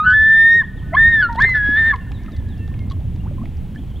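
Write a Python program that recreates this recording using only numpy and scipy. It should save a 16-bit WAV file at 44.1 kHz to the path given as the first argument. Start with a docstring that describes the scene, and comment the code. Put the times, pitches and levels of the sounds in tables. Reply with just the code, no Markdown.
"""A loon yodels on a wide lake: gliding near-pure tones that overlap and break between windpipe
resonances, with overtones shaped from the summed wave. Wooded shores return it as noise tails and echoes.
Wind is flickering low noise on the microphone, over a far wash and hiss. Wavelets tick as ringing
noise bursts and plop as dying sines; a far songbird whistles in short glides."""
import sys
import numpy as np
from scipy import signal
from scipy.fft import rfft, irfft
from scipy.io import wavfile
from scipy.ndimage import uniform_filter1d

SR = 44100
rng = np.random.default_rng(int(sys.argv[2]) if len(sys.argv) > 2 else 0)


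def generate_wav(signal):
    """Clip the signal to [-1, 1] and save it as 16-bit WAV at the path in sys.argv[1]."""
    frames = np.transpose(np.atleast_2d(signal))
    scaled = np.clip(frames, -1, 1) * 32767
    pcm = np.round(scaled).astype(np.int16)
    wavfile.write(sys.argv[1], SR, pcm)


N = 176400


def undb(db):
    """Amplitude factor of a level in dB."""
    return 10 ** (np.asarray(db) / 20)


def level(x, db):
    """Scale x to an RMS level in dB."""
    return x * undb(db) / np.sqrt(np.mean(x ** 2))


def read(table, order=1):
    """A column of a time table, interpolated at every sample."""
    table = np.array(table)
    return np.interp(np.arange(N) / SR, table[:, 0], table[:, order])


def over_hz(table):
    """A (frequency, value) table at every FFT bin, interpolated over log frequency."""
    table = np.array(table)
    bin_hz = np.arange(1, N // 2 + 2) * SR / N
    return np.interp(np.log(bin_hz), np.log(table[:, 0]), table[:, 1])


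def colour(x, table):
    """Filter x by a (frequency, dB) table."""
    return irfft(rfft(x) * undb(over_hz(table)), N)


def walk(rate_hz):
    """Random values held 1 / rate_hz and slewed twice; RMS 1."""
    hold = int(SR / rate_hz)
    steps = np.repeat(rng.standard_normal(N // hold + 1), hold)
    slewed = uniform_filter1d(uniform_filter1d(steps, hold), hold)
    return level(slewed[:N], 0)


def add(out, start_s, x):
    """Mix x into out at start_s, cut at the end."""
    i = int(start_s * SR)
    out[i:i + len(x)] += x[:max(N - i, 0)]


def note(table):
    """One gliding note as a turning phasor, faded at both ends."""
    fade_s = 0.00093
    t = np.arange(N) / SR
    gate = np.clip(np.minimum(t - table[0][0], table[-1][0] - t) / fade_s, 0, 1)
    hz = uniform_filter1d(read(table), size=500)
    amplitude = np.sqrt(2) * undb(read(table, order=2)) * gate
    return amplitude * np.exp(2j * np.pi * np.cumsum(hz) / SR)


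def loon():
    """Overlapping notes, fluttering and breathy; powers of the summed wave's phase give the overtones."""
    # Voice, one table per note between breaks: (time [s], pitch [Hz], level [dB])
    notes = [
        [(0, 1236, -12.5), (.03, 1244, -19), (.055, 1326, -19.5), (.07, 1239, -29.5), (.125, 1283, -27),
         (.138, 1260, -38.5)],
        [(.03, 1480, -34.5), (.055, 1490, -21.5), (.068, 1489, -8), (.12, 1504, -10.5), (.135, 1502, -14.5),
         (.148, 1554, -26)],
        [(.045, 1732, -37), (.075, 1720, -24), (.115, 1707, -20.5), (.14, 1736, -10.5), (.18, 1742, -10),
         (.42, 1805, -8), (.55, 1856, -9), (.585, 1870, -12), (.605, 1805, -11.5), (.625, 1665, -23)],
        [(.616, 1094, -36), (.626, 1093, -37), (.64, 868, -43.5)],
        [(.923, 634.5, -39), (.937, 655.3, -19.5), (.946, 795, -24)],
        [(.94, 969, -27.5), (.951, 1056, -11.5), (.958, 1102, -16), (.964, 1230, -26.5)],
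        [(.96, 1556, -36), (.97, 1716, -10), (.992, 1786, -8.5), (1.08, 1849, -8), (1.11, 1860, -15),
         (1.14, 1816, -10), (1.18, 1755, -14), (1.21, 1698, -11), (1.232, 1665, -27)],
        [(1.214, 1580, -25), (1.228, 1499, -11), (1.255, 1396, -15.5), (1.292, 1343, -33)],
        [(1.286, 967, -40), (1.298, 950.6, -22.5), (1.36, 890.4, -35), (1.378, 902, -23), (1.394, 1011, -14.5),
         (1.407, 1168, -26)],
        [(1.399, 1502, -23), (1.412, 1693, -10.5), (1.432, 1825, -10), (1.448, 1830, -8), (1.465, 1856, -24.5)],
        [(1.431, 2037, -30.5), (1.457, 2104, -15), (1.535, 2008, -18), (1.552, 1934, -35.5)],
        [(1.538, 1777, -26), (1.552, 1750, -12.5), (1.6, 1681, -17.5), (1.65, 1665, -16.5), (1.75, 1707, -15),
         (1.79, 1808, -11), (1.84, 1780, -14), (1.885, 1823, -12.5), (1.915, 1732, -12.5), (1.938, 1650, -34.5)],
        [(1.923, 1200, -34.5), (1.94, 1071, -16), (1.952, 983, -28.5), (1.968, 955, -46)],
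    ]
    # Neighbouring windpipe resonances beside the note: (time [s], each side tone against the note [dB])
    flutter_db = [(.9, -63), (.98, -22.5), (1.05, -40.5), (1.115, -20.5), (1.16, -34), (1.2, -35),
                  (1.41, -38), (1.445, -11.5), (1.49, -59), (1.55, -15), (1.6, -22.5), (1.68, -41),
                  (1.89, -21)]
    # Breath around the voice: (time [s], level against the note [dB])
    breath_db = [(.6, -48.5), (1.0, -45.5), (1.55, -36.5), (1.9, -37.5)]
    # Breath roughening the overtones, high ones more: (time [s], modulation depth [dB])
    rasp_db = [(.6, -38), (1., -22), (1.5, -10)]
    # Fall of the third harmonic and up: (time [s], slope [dB per harmonic])
    roll_off_db = [(.1, -13), (.15, -2.5), (.55, -0.5), (.95, -3.5), (1.08, -6), (1.2, -4), (1.85, 0)]
    # Strength of the third harmonic and up: (time [s], gain [dB])
    upper_db = [(.05, 3.5), (.07, -15.5), (.13, -10), (.2, -8), (.55, 4), (1.25, 3.5), (1.6, -4)]
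    # Throat response to all overtones: (frequency [Hz], gain [dB])
    throat = [(1300, -6.5), (2150, -8), (2500, -27.5), (3600, -26.5), (4300, -30), (5400, -50.5),
              (7400, -60.5), (9300, -54.5), (11500, -69), (14000, -72)]
    flutter_hz, flutter_wander_hz = 219.5, 44.73
    breath_cutoff_hz = 1330
    jitter_over_breath_db = 12.5  # phase jitter, dB re 1 rad above the breath level
    full_voice_db, thinning_power = -10.5, 0.57  # overtones thin out below this amplitude
    waver_db = 4.5  # each overtone wavers alone, the second harmonic half as much

    voice = sum(note(table) for table in notes)
    flutter = np.cos(2 * np.pi * np.cumsum(flutter_hz + flutter_wander_hz * walk(40)) / SR)
    air = signal.lfilter(*signal.butter(2, breath_cutoff_hz, fs=SR), rng.standard_normal((2, N)))
    air_a, air_b = level(air[0], 0), level(air[1], 0)
    breath = undb(read(breath_db)) * (air_a + 1j * air_b)
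    voice = voice * (1 + 2 * undb(read(flutter_db)) * flutter + breath)
    voice = voice * np.exp(1j * undb(read(breath_db) + jitter_over_breath_db) * walk(150))

    # Each multiplication by turn moves the voice up one harmonic
    size = np.abs(voice)
    turn = voice / (size + 1e-9) * np.minimum(size / undb(full_voice_db), 1) ** thinning_power
    rasp = undb(read(rasp_db))
    slope_db = read(roll_off_db)
    second = (voice * turn).real * (1 + rasp * air_b) * undb(waver_db * walk(25) / 2)
    upper = 0
    for k in range(2, 8):
        rough = (1.5 + k * rasp * air_a) / np.hypot(1, k * rasp)
        gain = undb((k - 1) * slope_db + waver_db * walk(25))
        upper = upper + (voice * turn ** k).real * rough * gain
    return voice.real + colour(second + undb(read(upper_db)) * upper, throat)


def shores(x):
    """Convolve with shaped noise: a short tail off the water, a long haze off the woods, smeared echoes."""
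    # Clear echoes of far shores: (delay [s], spread [s], level [dB])
    echoes = [(0.779, 0.0088, -45), (0.841, 0.013, -39)]
    near_db, near_t60_s = -23.5, 0.32
    woods_db, woods_t60_s = -31.5, 2.5
    gap_s = .02  # silence before both tails
    t = np.arange(N) / SR

    def tail(t60_s):
        """Exponential decay after the gap, RMS 1."""
        return level(np.exp(-np.log(1000) * t / t60_s) * (t > gap_s), 0)

    shape = undb(near_db) * tail(near_t60_s) + undb(woods_db) * tail(woods_t60_s)
    for delay_s, spread_s, db in echoes:
        shape = shape + level(np.exp(-((t - delay_s) / spread_s) ** 2), db)
    response = shape * rng.standard_normal(N) / np.sqrt(N)
    return signal.fftconvolve(x, response)[:N]


def wind():
    """Rumble on the microphone: noise whose octaves flicker alone under a shared gust."""
    # Gusts: (time [s], wind level before flicker [dB])
    gust_db = [(0, -25), (.5, -31), (.83, -23.5), (1.55, -25.5), (2.4, -25.5), (3.25, -23), (4, -27)]
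    # Wind spectrum: (frequency [Hz], relative level [dB per Hz])
    spectrum = [(15, -5.5), (43, -1.5), (80, 2.5), (190, -9.5), (258, -14), (700, -49.5), (910, -56),
                (1540, -120)]
    flicker_db = 1.73  # per octave; half as much on the gust
    hz = np.arange(N // 2 + 1) * SR / N
    gust = undb(read(gust_db) + flicker_db * walk(6.8) / 2)
    bins = rfft(rng.standard_normal(N)) * undb(over_hz(spectrum))
    rumble = 0
    for low_hz in 12.5 * 2. ** np.arange(7):
        octave = irfft(bins * (hz >= low_hz) * (hz < 2 * low_hz), N)
        rumble = rumble + undb(flicker_db * walk(6 + low_hz / 20)) * octave
    return level(rumble, 0) * gust


def lake():
    """Smooth far wash as shared coloured noise, and microphone hiss unrelated left and right."""
    # Wash spectrum: (frequency [Hz], relative level [dB per Hz])
    wash_spectrum = [(200, -38.5), (400, -2), (862, -4.5), (1230, -10.5), (1750, -9.5), (3230, -10.5),
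                     (5040, -25), (15700, -27.5)]
    # Softer start of wash and hiss: (time [s], gain [dB])
    start_gain_db = [(.6, -2.5), (.9, 1.5)]
    wash_db, hiss_db = -55, -66.5  # before the start gain
    wash = level(colour(rng.standard_normal(N), wash_spectrum), wash_db) * undb(.5 * walk(2.4))
    hiss = signal.lfilter(*signal.butter(2, 4000, "high", fs=SR), rng.standard_normal((2, N)))
    return (wash + level(hiss, hiss_db)) * undb(read(start_gain_db))


def tick(db, centre_hz, noise):
    """A breaking wavelet: resonant noise plus a broader, faster-dying snap."""
    t60_s, q = 0.029, 2.6
    snap_db = -9.5  # against the ring, before the shared decay
    decay = np.exp(-np.log(1000) * np.arange(len(noise)) / SR / t60_s)
    attack = np.minimum(np.arange(len(noise)) / SR * 2000, 1)
    resonance = signal.iirpeak(centre_hz, q, fs=SR)
    ring = signal.lfilter(*resonance, signal.lfilter(*resonance, noise))
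    snap_band = signal.butter(2, [centre_hz / 3, centre_hz * 0.79], "band", fs=SR)
    snap = signal.lfilter(*snap_band, noise) * decay
    return (level(ring, db) + level(snap, db + snap_db)) * decay * attack / 2


def plop(length_s, start_hz, end_hz, db):
    """A pocket of air or a hollow knock: a gliding, dying sine."""
    t = np.arange(int(length_s * SR)) / SR
    hz = start_hz * (end_hz / start_hz) ** (t / length_s)
    attack = 1 - np.exp(-t / 0.00068)
    decay = np.exp(-2.5 * t / length_s) * (1 - t / length_s)
    return undb(db) * np.sin(2 * np.pi * np.cumsum(hz) / SR) * attack * decay


def water():
    """Clear ticks and plops of wavelets, with faint random ones between."""
    # Clear ticks: (start [s], RMS level before decay and halving [dB], centre [Hz])
    ticks = [(0.103, -32.5, 3670), (0.114, -40.5, 4870), (0.227, -36, 3300), (.576, -45, 7200),
             (1.327, -36, 3940), (1.348, -35, 3300), (1.358, -29, 3060), (1.403, -32.5, 4650),
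             (1.42, -21, 3900), (1.444, -43.5, 8170), (1.477, -51, 7000), (1.495, -42.5, 6260),
             (1.511, -43.5, 5000), (1.959, -31.5, 2820), (2.117, -28, 2400), (2.234, -46.5, 4710),
             (2.262, -36, 2200), (2.319, -45, 4800), (2.365, -37.5, 3870), (2.677, -39.5, 3420),
             (2.74, -36.5, 2300), (2.791, -36.5, 2800), (2.9, -36.5, 3900), (2.91, -33.5, 3180),
             (2.918, -31, 3170), (3.003, -47, 3000), (3.16, -43.5, 3780), (3.455, -32, 1990),
             (3.569, -45.5, 4930), (3.747, -36, 1550), (3.754, -45.5, 4670)]
    # Plops and knocks: (start [s], length [s], start pitch [Hz], end pitch [Hz], amplitude before envelope [dB])
    plops = [(.225, 0.013, 615, 770, -29.5), (.36, 0.062, 760, 755, -37), (0.548, 0.081, 391, 473, -30.5),
             (1.355, 0.007, 646, 1010, -16), (1.444, 0.049, 407, 420, -27), (1.446, 0.012, 754, 790, -20.5),
             (1.491, 0.0053, 1085, 1150, -16.5), (1.689, 0.02, 257, 326, -13.5),
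             (2.11, 0.037, 757, 970, -36.5), (2.282, 0.033, 1310, 1150, -34),
             (2.912, 0.04, 1110, 1050, -29), (3.257, 0.05, 748, 3090, -34), (3.311, 0.032, 572, 603, -31),
             (3.382, 0.037, 1033, 1064, -33.5), (3.414, 0.036, 997, 1660, -34),
             (3.436, 0.018, 656, 704, -30), (3.759, 0.034, 1725, 1765, -32)]
    spray_per_s, spray_floor_db = 8.3, -57.5
    lap_per_s, lap_floor_db, lap_cycles = 180, -45.5, 8.1
    out = np.zeros(N)
    for start_s, db, centre_hz in ticks:
        add(out, start_s, tick(db, centre_hz, rng.standard_normal(1024)))
    for start_s, *shape in plops:
        add(out, start_s, plop(*shape))
    for place, loud, pitch in rng.random((int(spray_per_s * N / SR), 3)):
        db = spray_floor_db - 3 * np.log(1 - loud)
        add(out, place * N / SR, tick(db, 2000 * 3 ** pitch, rng.standard_normal(1024)))
    for place, loud, pitch, rise in rng.random((int(lap_per_s * N / SR), 4)):
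        hz = 300 * 4 ** pitch
        lap = plop(lap_cycles / hz, hz, hz * (1 + 0.22 * rise), lap_floor_db + 8 * loud ** 2)
        add(out, place * N / SR, lap)
    return out


def songbird():
    """Thin whistles: linearly gliding sines under rounded envelopes, flickering in level."""
    # Whistles: (start [s], length [s], start pitch [Hz], end pitch [Hz], amplitude before flicker [dB])
    whistles = [(0.628, 0.035, 2780, 3870, -49), (.765, 0.046, 3930, 2770, -51.5),
                (2.0, 0.052, 2790, 2700, -50), (2.131, 0.069, 4110, 3270, -51),
                (2.17, 0.064, 1950, 2390, -50.5), (2.308, 0.057, 4040, 3200, -51.5),
                (2.48, 0.081, 4090, 3020, -50.5), (2.567, 0.095, 2780, 2630, -52),
                (2.767, 0.094, 2182, 2090, -47), (3.19, 0.029, 2680, 2880, -50),
                (3.767, 0.035, 2840, 3640, -49.5), (3.9, 0.032, 3480, 2790, -52),
                (3.953, 0.028, 3030, 3700, -49.5)]
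    out = np.zeros(N)
    for start_s, length_s, start_hz, end_hz, db in whistles:
        size = int(length_s * SR)
        phase = 2 * np.pi * np.cumsum(np.linspace(start_hz, end_hz, size)) / SR
        add(out, start_s, undb(db) * np.sin(phase) * np.sqrt(np.hanning(size)))
    return out * undb(2.5 * walk(120))


def ports(mid):
    """Two close microphone ports: a side signal, strongest in the bass, shifts phase and level between them."""
    # Side sound: (frequency [Hz], level against the shared sound [dB])
    side_db = [(30, -7), (70, -11.5), (150, -19), (300, -23), (600, -31.5), (1500, -38), (3000, -48)]
    lean = .38  # in-phase share, louder on the right
    quarter_turn = signal.hilbert(mid).imag
    side = colour(np.sqrt(1 - lean ** 2) * quarter_turn - lean * mid, side_db)
    return np.array([mid + side, mid - side])


def scene():
    """Direct and reflected birds, water and wind through the ports, over the wash and hiss."""
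    song_send_db = 15.5  # far song into the reflections
    bird, song = loon(), songbird()
    reflected = shores(bird + undb(song_send_db) * song)
    return ports(bird + song + reflected + water() + wind()) + lake()


def record(dry):
    """The recorder cuts the top with a steep elliptic low-pass."""
    cutoff_hz = 15800
    top = signal.ellip(12, .2, 70, cutoff_hz, fs=SR, output="sos")
    return signal.sosfilt(top, dry)


dry = scene()
out = record(dry)
generate_wav(out)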